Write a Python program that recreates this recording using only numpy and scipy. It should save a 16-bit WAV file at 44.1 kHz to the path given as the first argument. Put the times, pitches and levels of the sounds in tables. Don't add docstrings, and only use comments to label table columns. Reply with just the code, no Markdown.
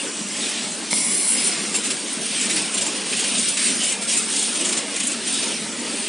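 import sys
import numpy as np
from scipy import signal
from scipy.fft import rfft, irfft, next_fast_len
from scipy.io import wavfile
from scipy.ndimage import uniform_filter1d, map_coordinates

SR = 44100
rng = np.random.default_rng(int(sys.argv[2]) if len(sys.argv) > 2 else 0)


def pcm_store(signal):
    levels = np.round(np.clip(np.atleast_2d(signal), -1, 1) * 32767)
    wavfile.write(sys.argv[1], SR, levels.astype(np.int16).T)


def amplitude_ratio(level_db):
    exponent = np.asarray(level_db, float) / 20
    return 10 ** exponent


N = 268128


def unit(x):
    return x / np.sqrt(np.mean(x ** 2) + 1e-20)


def along(points, hz):
    f, v = np.transpose(points)
    return np.interp(np.log(hz + 1), np.log(f + 1), v)


def curves(rows):
    s, *cols = np.transpose(rows)
    return [np.interp(np.arange(N) / SR, s, c, left=-120, right=-120) for c in cols]


def held(start, rise, hold, fade_db_per_s):
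    t = np.arange(N) / SR - start
    return np.clip(t / rise, 0, 1) * amplitude_ratio(-fade_db_per_s * np.clip(t - rise - hold, 0, 1))


def wobble(rate):
    knots = rng.standard_normal(int(N * rate / SR) + 4)
    return map_coordinates(knots, [np.arange(N) * rate / SR])


def filtered(x, response):
    m = next_fast_len(N + SR // 2)
    return irfft(rfft(x, m) * response(np.fft.rfftfreq(m, 1 / SR)), m)[..., :N]


def patchy(patchy_db):
    z = signal.stft(rng.standard_normal(N + 1024), nperseg=1024)[2]

    def field(tall, long):
        across = uniform_filter1d(rng.standard_normal(z.shape), size=tall, axis=0)
        return unit(uniform_filter1d(across, size=long, axis=1))

    gain_db = patchy_db * field(tall=2, long=5) + 1.1 * field(tall=14, long=7)
    return signal.istft(z * amplitude_ratio(gain_db), nperseg=1024)[1][:N]


def resonant(modes, patchy_db, steep=2):
    def power(f):
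        return sum(amplitude_ratio(db) ** 2 / (1 + ((f * f - c * c) / (w * f + 1)) ** 2) ** steep
                   for c, w, db in modes)

    return unit(filtered(patchy(patchy_db), lambda f: np.sqrt(power(f))))


def gliding(rows, patchy_db):
    hz, t, z = signal.stft(patchy(patchy_db), SR, nperseg=512)
    s, centre, width = np.transpose(rows)
    c, w, f = np.interp(t, s, centre), np.interp(t, s, width), hz[:, None]

    def bell(wide):
        return 1 / (1 + ((f * f - c * c) / (wide * f + 1)) ** 2) ** 2

    power = bell(w) + amplitude_ratio(-9) ** 2 * bell(c)
    level = np.sqrt(power / power.mean(axis=0))
    return unit(signal.istft(z * level, SR, nperseg=512)[1][:N])


# frequency in Hz, relative level in dB.
AIR_SPECTRUM = [(35, -48), (60, -11), (134, -12), (190, -4.5), (222, 1.5), (330, -3), (632, -9), (752, -11),
                (1210, -12.5), (1800, -12), (2200, -10), (2840, -9.5), (6510, -13.5), (9020, -11),
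                (9850, -9.5), (10300, -36), (10900, -13), (11300, -32)]
# frequency in Hz, mean level in dB rms.
HUM_TONES = [(199.7, -43.5), (230, -47), (287, -47), (600, -57)]


def fans():
    air = unit(filtered(patchy(patchy_db=3.0), lambda hz: amplitude_ratio(along(AIR_SPECTRUM, hz))))
    t = np.arange(N) / SR
    tones = np.zeros(N)
    for hz, db in HUM_TONES:
        gain = np.sqrt(2) * amplitude_ratio(db + 2.4 * wobble(7))
        tones += gain * np.sin(2 * np.pi * hz * t + 1.15 * wobble(8.1))
    drift_db = .7 * wobble(5) + .5 * wobble(14)
    return amplitude_ratio(-26.5 + drift_db) * air + tones


# time in seconds, sizzle in dB, roar in dB.
LIGHT_CONTACT = [(0, -33.5, -53), (.32, -30.5, -36), (.45, -26.5, -26.5), (.62, -31.5, -28.5),
                 (.72, -30.5, -39), (.88, -39, -52), (1.2, -55, -44), (1.47, -29, -27), (1.68, -28.5, -35),
                 (2.1, -31, -34), (2.35, -27, -26.5), (2.6, -25, -28.5), (2.7, -29, -32), (3.08, -30, -29),
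                 (3.9, -23.5, -41.5), (3.99, -49, -38), (4.1, -28, -42), (5.2, -36.5, -33), (5.5, -29, -26),
                 (5.61, -30, -32), (5.7, -37, -44), (5.87, -31, -35.5), (6.08, -28.5, -30.5)]
# contact in seconds, hold in seconds, sizzle in dB, roar in dB,
# share of the roar in the upper resonances from 0 to 1.
FIRM_STROKES = [(3.098, 0.24, -26.5, -28, 0.07), (3.333, 0.14, -24.5, -27, 0.53),
                (3.577, 0.095, -20.5, -22.5, 0.6), (3.794, 0.066, -24.5, -26, 0.27),
                (4.005, 0.02, -26, -32.5, .4), (4.075, 0.056, -19.5, -23, 0.7),
                (4.275, 0.19, -24, -27.5, 0.6), (4.539, 0.18, -26.5, -27.5, 0.5),
                (4.927, 0.14, -28.5, -33.5, 0.06), (5.253, 0.076, -24, -29.5, 0.3),
                (5.377, 0.046, -29, -33.5, 0.7)]


def contact():
    sizzle, thrust = amplitude_ratio(curves(LIGHT_CONTACT)) ** 2
    weight = thrust * 0.6
    for s, hold, sizzle_db, roar_db, share in FIRM_STROKES:
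        press = held(s, rise=0.018, hold=hold, fade_db_per_s=106) ** 2
        sizzle = sizzle + amplitude_ratio(sizzle_db) ** 2 * press
        thrust = thrust + amplitude_ratio(roar_db) ** 2 * press
        weight = weight + amplitude_ratio(roar_db) ** 2 * press * share
    return sizzle, thrust, weight


# start in seconds, sizzle in dB, roar in dB,
# time to the peak in seconds (at least 0.004 is played).
DISC_BITES = [(.48, -25.5, -30, 0.0089), (1.739, -21.5, -25.5, 0.013), (1.831, -25, -27.5, 0.025),
              (1.901, -24, -22, 0.0092), (2.391, -21, -27, 0.02), (2.494, -22, -21.5, 0.011),
              (2.561, -24, -21, 0.012), (2.736, -20.5, -30, 0.0092), (2.774, -19.5, -26, 0.0068),
              (2.808, -19, -24, 0.0086), (2.859, -23, -26.5, .01), (3.123, -29, -23, .01),
              (3.159, -23, -29, 0.012), (3.19, -21, -24, 0.01), (3.238, -22.5, -23.5, 0.0065),
              (3.372, -21.5, -31, 0.013), (3.484, -19, -33, .006), (3.569, -21, -19.5, 0.0063),
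              (3.83, -20, -31, 0.015), (3.918, -22.5, -24.5, 0.0086), (4.016, -28, -33, .007),
              (4.172, -16.5, -34, 0.0055), (4.323, -23, -32, .008), (4.358, -19, -24, 0.009),
              (4.39, -19, -30, .008), (4.425, -17, -34, 0.0045), (4.55, -27, -32, .008),
              (4.606, -20.5, -25, 0.0055), (4.642, -20, -26, 0.011), (4.679, -20, -27.5, .011),
              (4.722, -20, -22, 0.0074), (4.767, -19, -22.5, 0.0099), (4.96, -21.5, -26.5, 0.0053),
              (4.998, -20.5, -26, 0.006), (5.03, -20, -28, 0.0072), (5.067, -16.5, -40, 0.0074),
              (5.114, -23, -35, .008), (5.291, -29, -36, 0.0038), (5.335, -24, -27, 0.0088)]


def bites():
    t, power = np.arange(SR // 4) / SR, np.zeros((2, N + SR))
    for s, db, thrust_db, length in DISC_BITES:
        u = t / max(length, .004)
        swell = (u * np.exp(1 - u)) ** 2
        power[:, round(s * SR):][:, :len(t)] += amplitude_ratio([[db], [thrust_db]]) ** 2 * swell
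    return power[:, :N]


# centre in Hz, width in Hz, relative level in dB.
DISC_MODES = [(6000, 4700, -5), (8400, 1200, -0.5), (9060, 1000, 4.5), (10000, 400, -24)]
# time in seconds, centre in Hz, width in Hz.
DISC_EDGE = [(1.5, 7800, 1200), (1.54, 8490, 1200), (1.7, 8740, 1200), (1.74, 7630, 1200),
             (1.84, 9000, 1200), (1.91, 8020, 1200), (2.06, 8830, 1200), (2.35, 8760, 1200),
             (2.39, 8130, 1200), (2.56, 8700, 1200), (2.9, 8360, 1200), (2.98, 9090, 1200),
             (3.12, 8510, 1200), (3.41, 8740, 1200), (3.45, 8050, 1200), (3.49, 8900, 1200),
             (3.68, 7900, 1200), (3.78, 9100, 1200), (3.94, 7800, 1200), (4.29, 8800, 1200),
             (4.83, 8350, 1200), (4.98, 9060, 1200), (5.1, 8260, 1200), (5.31, 9200, 1200),
             (5.45, 8600, 1200), (6.08, 8890, 1200)]
# centre in Hz, width in Hz, relative level in dB.
BITE_MODES = [(6910, 1500, 1.5), (7520, 1000, 3.5), (8530, 1900, 2.5), (9400, 840, 4)]


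def rasp(sizzle, bite):
    steady = unit(resonant(DISC_MODES, patchy_db=6.0) + amplitude_ratio(0.5) * gliding(DISC_EDGE, patchy_db=7.0))
    return np.sqrt(sizzle) * steady + np.sqrt(bite) * resonant(BITE_MODES, patchy_db=3.5)


# time in seconds, centre in Hz, width in Hz.
CONTACT_SPOT = [(0, 2900, 2000), (1.95, 2740, 1800), (2.35, 3020, 1900), (2.6, 2590, 1800),
                (2.8, 3100, 1400), (3.12, 2600, 2620), (3.18, 3130, 2400), (3.24, 2700, 1500),
                (3.3, 3060, 1900), (3.48, 3560, 1400), (3.57, 2660, 2620), (3.75, 2580, 1700),
                (3.81, 3000, 800), (3.87, 2930, 600), (3.92, 2650, 900), (3.98, 2450, 1000),
                (4.1, 2560, 1500), (4.3, 2860, 1500), (4.4, 3400, 2200), (4.55, 2980, 1500),
                (4.78, 2700, 1400), (5, 2660, 1400), (5.25, 2970, 1500), (5.33, 3560, 1500),
                (5.45, 3300, 2000), (5.55, 2910, 1500), (6.08, 2620, 1400)]
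# centre in Hz, width in Hz, relative level in dB.
WORK_MODES = [(3520, 4400, -0.5), (5180, 1400, -0.5)]


def workpiece(thrust, upper):
    low, high = gliding(CONTACT_SPOT, patchy_db=3), resonant(WORK_MODES, patchy_db=3)
    return np.sqrt(thrust * (1 - upper)) * low + np.sqrt(thrust * upper) * high


def grinder():
    sizzle, thrust, weight = contact()
    upper = np.clip(weight / thrust, 0, 1)
    bite, bite_thrust = bites()
    grit = amplitude_ratio(0.64 * wobble(160) + 0.59 * wobble(24.02))
    return grit * (rasp(sizzle, bite) + workpiece(thrust + bite_thrust, upper))


# centre in Hz, width in Hz, relative level in dB.
NOZZLE_MODES = [(7630, 290, 0), (8700, 230, -6), (9040, 3400, -3), (9540, 370, 5.5), (10150, 450, 1.5),
                (11050, 400, 1)]
# centre in Hz, width in Hz, relative level in dB.
CORNER_MODES = [(4200, 260, -3), (4660, 3600, -8), (5040, 260, -2), (5670, 410, -2.5), (7360, 210, 0.5)]
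# centre in Hz, width in Hz, relative level in dB.
DRONE_MODES = [(2170, 330, 0)]


def gas_jet():
    open_s, rise_s = 0.9, 0.011
    whistle = amplitude_ratio(-18.5) * held(open_s, rise_s, hold=.565, fade_db_per_s=400)
    roar = held(open_s, rise_s, hold=0.64, fade_db_per_s=58)
    since = np.clip(np.arange(N) / SR - open_s, 0, None)
    surge_db = 6 * np.exp(-since / 0.082)
    jet = whistle * amplitude_ratio(1.6 * wobble(90.4)) * resonant(NOZZLE_MODES, patchy_db=3.0)
    jet += roar * amplitude_ratio(-29 + surge_db) * resonant(CORNER_MODES, patchy_db=3.0)
    drone_db = -33.5 - 4 * since
    return jet + roar * amplitude_ratio(drone_db) * resonant(DRONE_MODES, patchy_db=1.5)


# start in seconds, gain in dB.
VALVE_CLICKS = [(.9301, -16)]
# frequency in Hz, relative level in dB, 60 dB decay time in seconds.
VALVE_RINGING = [(290, -2, .05), (620, -1, .014), (950, 1, .016), (1400, -3, .008), (2230, 5.5, .022),
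                 (2900, -1, .007), (3600, 0, .007), (4250, 3, .009), (5600, 3, .01)]


def valve():
    out, t = np.zeros(N), np.arange(SR // 10) / SR
    for s, db in VALVE_CLICKS:
        snap = sum(amplitude_ratio(level - 60 * t / t60) * np.sin(2 * np.pi * hz * t)
                   for hz, level, t60 in VALVE_RINGING)
        thump = uniform_filter1d(np.pad(snap, 200), size=201)[200:-200]
        out[round(s * SR):][:len(t)] -= amplitude_ratio(db) * (snap - thump)
    return out


def welder():
    return gas_jet() + valve()


# start in seconds, gain in dB, treble tilt in dB at 7500 Hz.
KNOCKS = [(1.744, -18.5, -3), (1.751, -24, 9), (1.9056, -22, 2)]
# frequency in Hz, mean relative level in dB,
# 60 dB decay time in seconds.
KNOCK_RINGING = [(700, -10, .03), (1220, -6, .05), (2220, -10, .04), (2700, 0, .07), (4500, -7, .05),
                 (7490, 0, .09)]


def clinks():
    out, t = np.zeros(N), np.arange(SR // 10) / SR
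    for s, db, treble_db in KNOCKS:
        ring = np.zeros(len(t))
        for hz, level, t60 in KNOCK_RINGING:
            mode_db = level + treble_db * hz / 7500 + rng.normal(0, 2)
            ring += amplitude_ratio(mode_db - 60 * t / t60) * np.sin(2 * np.pi * (hz * t + rng.random()))
        crack = amplitude_ratio(3 - 60 * t / 0.0086) * rng.standard_normal(len(t))
        out[round(s * SR):][:len(t)] += amplitude_ratio(db) * (ring * (1 - np.exp(-t / 0.0012)) + crack)
    return out


# frequency in Hz, 60 dB decay time in seconds.
HALL_DECAY = [(200, 0.88), (3000, 0.15), (10000, 0.24)]


def hall(x):
    hz, t, z = signal.stft(rng.standard_normal(SR // 2), SR, nperseg=256)
    tail = signal.istft(z * amplitude_ratio(-60 * t / along(HALL_DECAY, hz)[:, None]), SR, nperseg=256)[1]
    delayed = np.pad(x, (700, 0))
    return signal.fftconvolve(delayed, tail / np.linalg.norm(tail))[:N]


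def scene():
    near, far = welder(), grinder() + clinks()
    mono = near + far + hall(amplitude_ratio(-32) * near + amplitude_ratio(-12.5) * far) + fans()
    return np.array([mono, mono])


# frequency in Hz, strength from 0 to 1 that sets how often patches occur.
FLICKER_STRENGTH = [(3800, 0), (5000, .08), (6500, .22), (8500, .33), (9600, .25), (10500, 0)]


def flicker(mono):
    hz, t, z = signal.stft(mono, SR, nperseg=2048, noverlap=1024)
    band, frame = (hz // 700).astype(int), np.arange(len(t))
    luck = rng.random((band.max() + 2, len(t) // 2 + 1))
    luck = .3 * (luck[1:] + luck[:-1]) + .4 * rng.random(len(t) // 2 + 1)
    chance = .75 * along(FLICKER_STRENGTH, band * 700 + 350)[:, None] ** .4
    on = luck[band][:, frame // 2] < chance
    scrambled = z * np.exp(2j * np.pi * rng.random(z.shape))
    other = scrambled * on * (1 - frame % 2)
    return amplitude_ratio(-.5) * signal.istft(other, SR, nperseg=2048, noverlap=1024)[1][:N]


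def band_limit(x):
    return signal.sosfilt(signal.butter(12, 11130, fs=SR, output="sos"), x)


# frequency in Hz, response in dB.
MIC_RESPONSE = [(30, -37), (100, -14), (170, -2), (9000, -2), (10200, -3), (10650, -12), (11300, -40)]


def record(dry):
    heard = filtered(dry, lambda hz: amplitude_ratio(along(MIC_RESPONSE, hz)))
    mix = heard + flicker(heard[0]) * [[1], [-1]]
    return band_limit(mix)


dry = scene()
out = record(dry)
pcm_store(out)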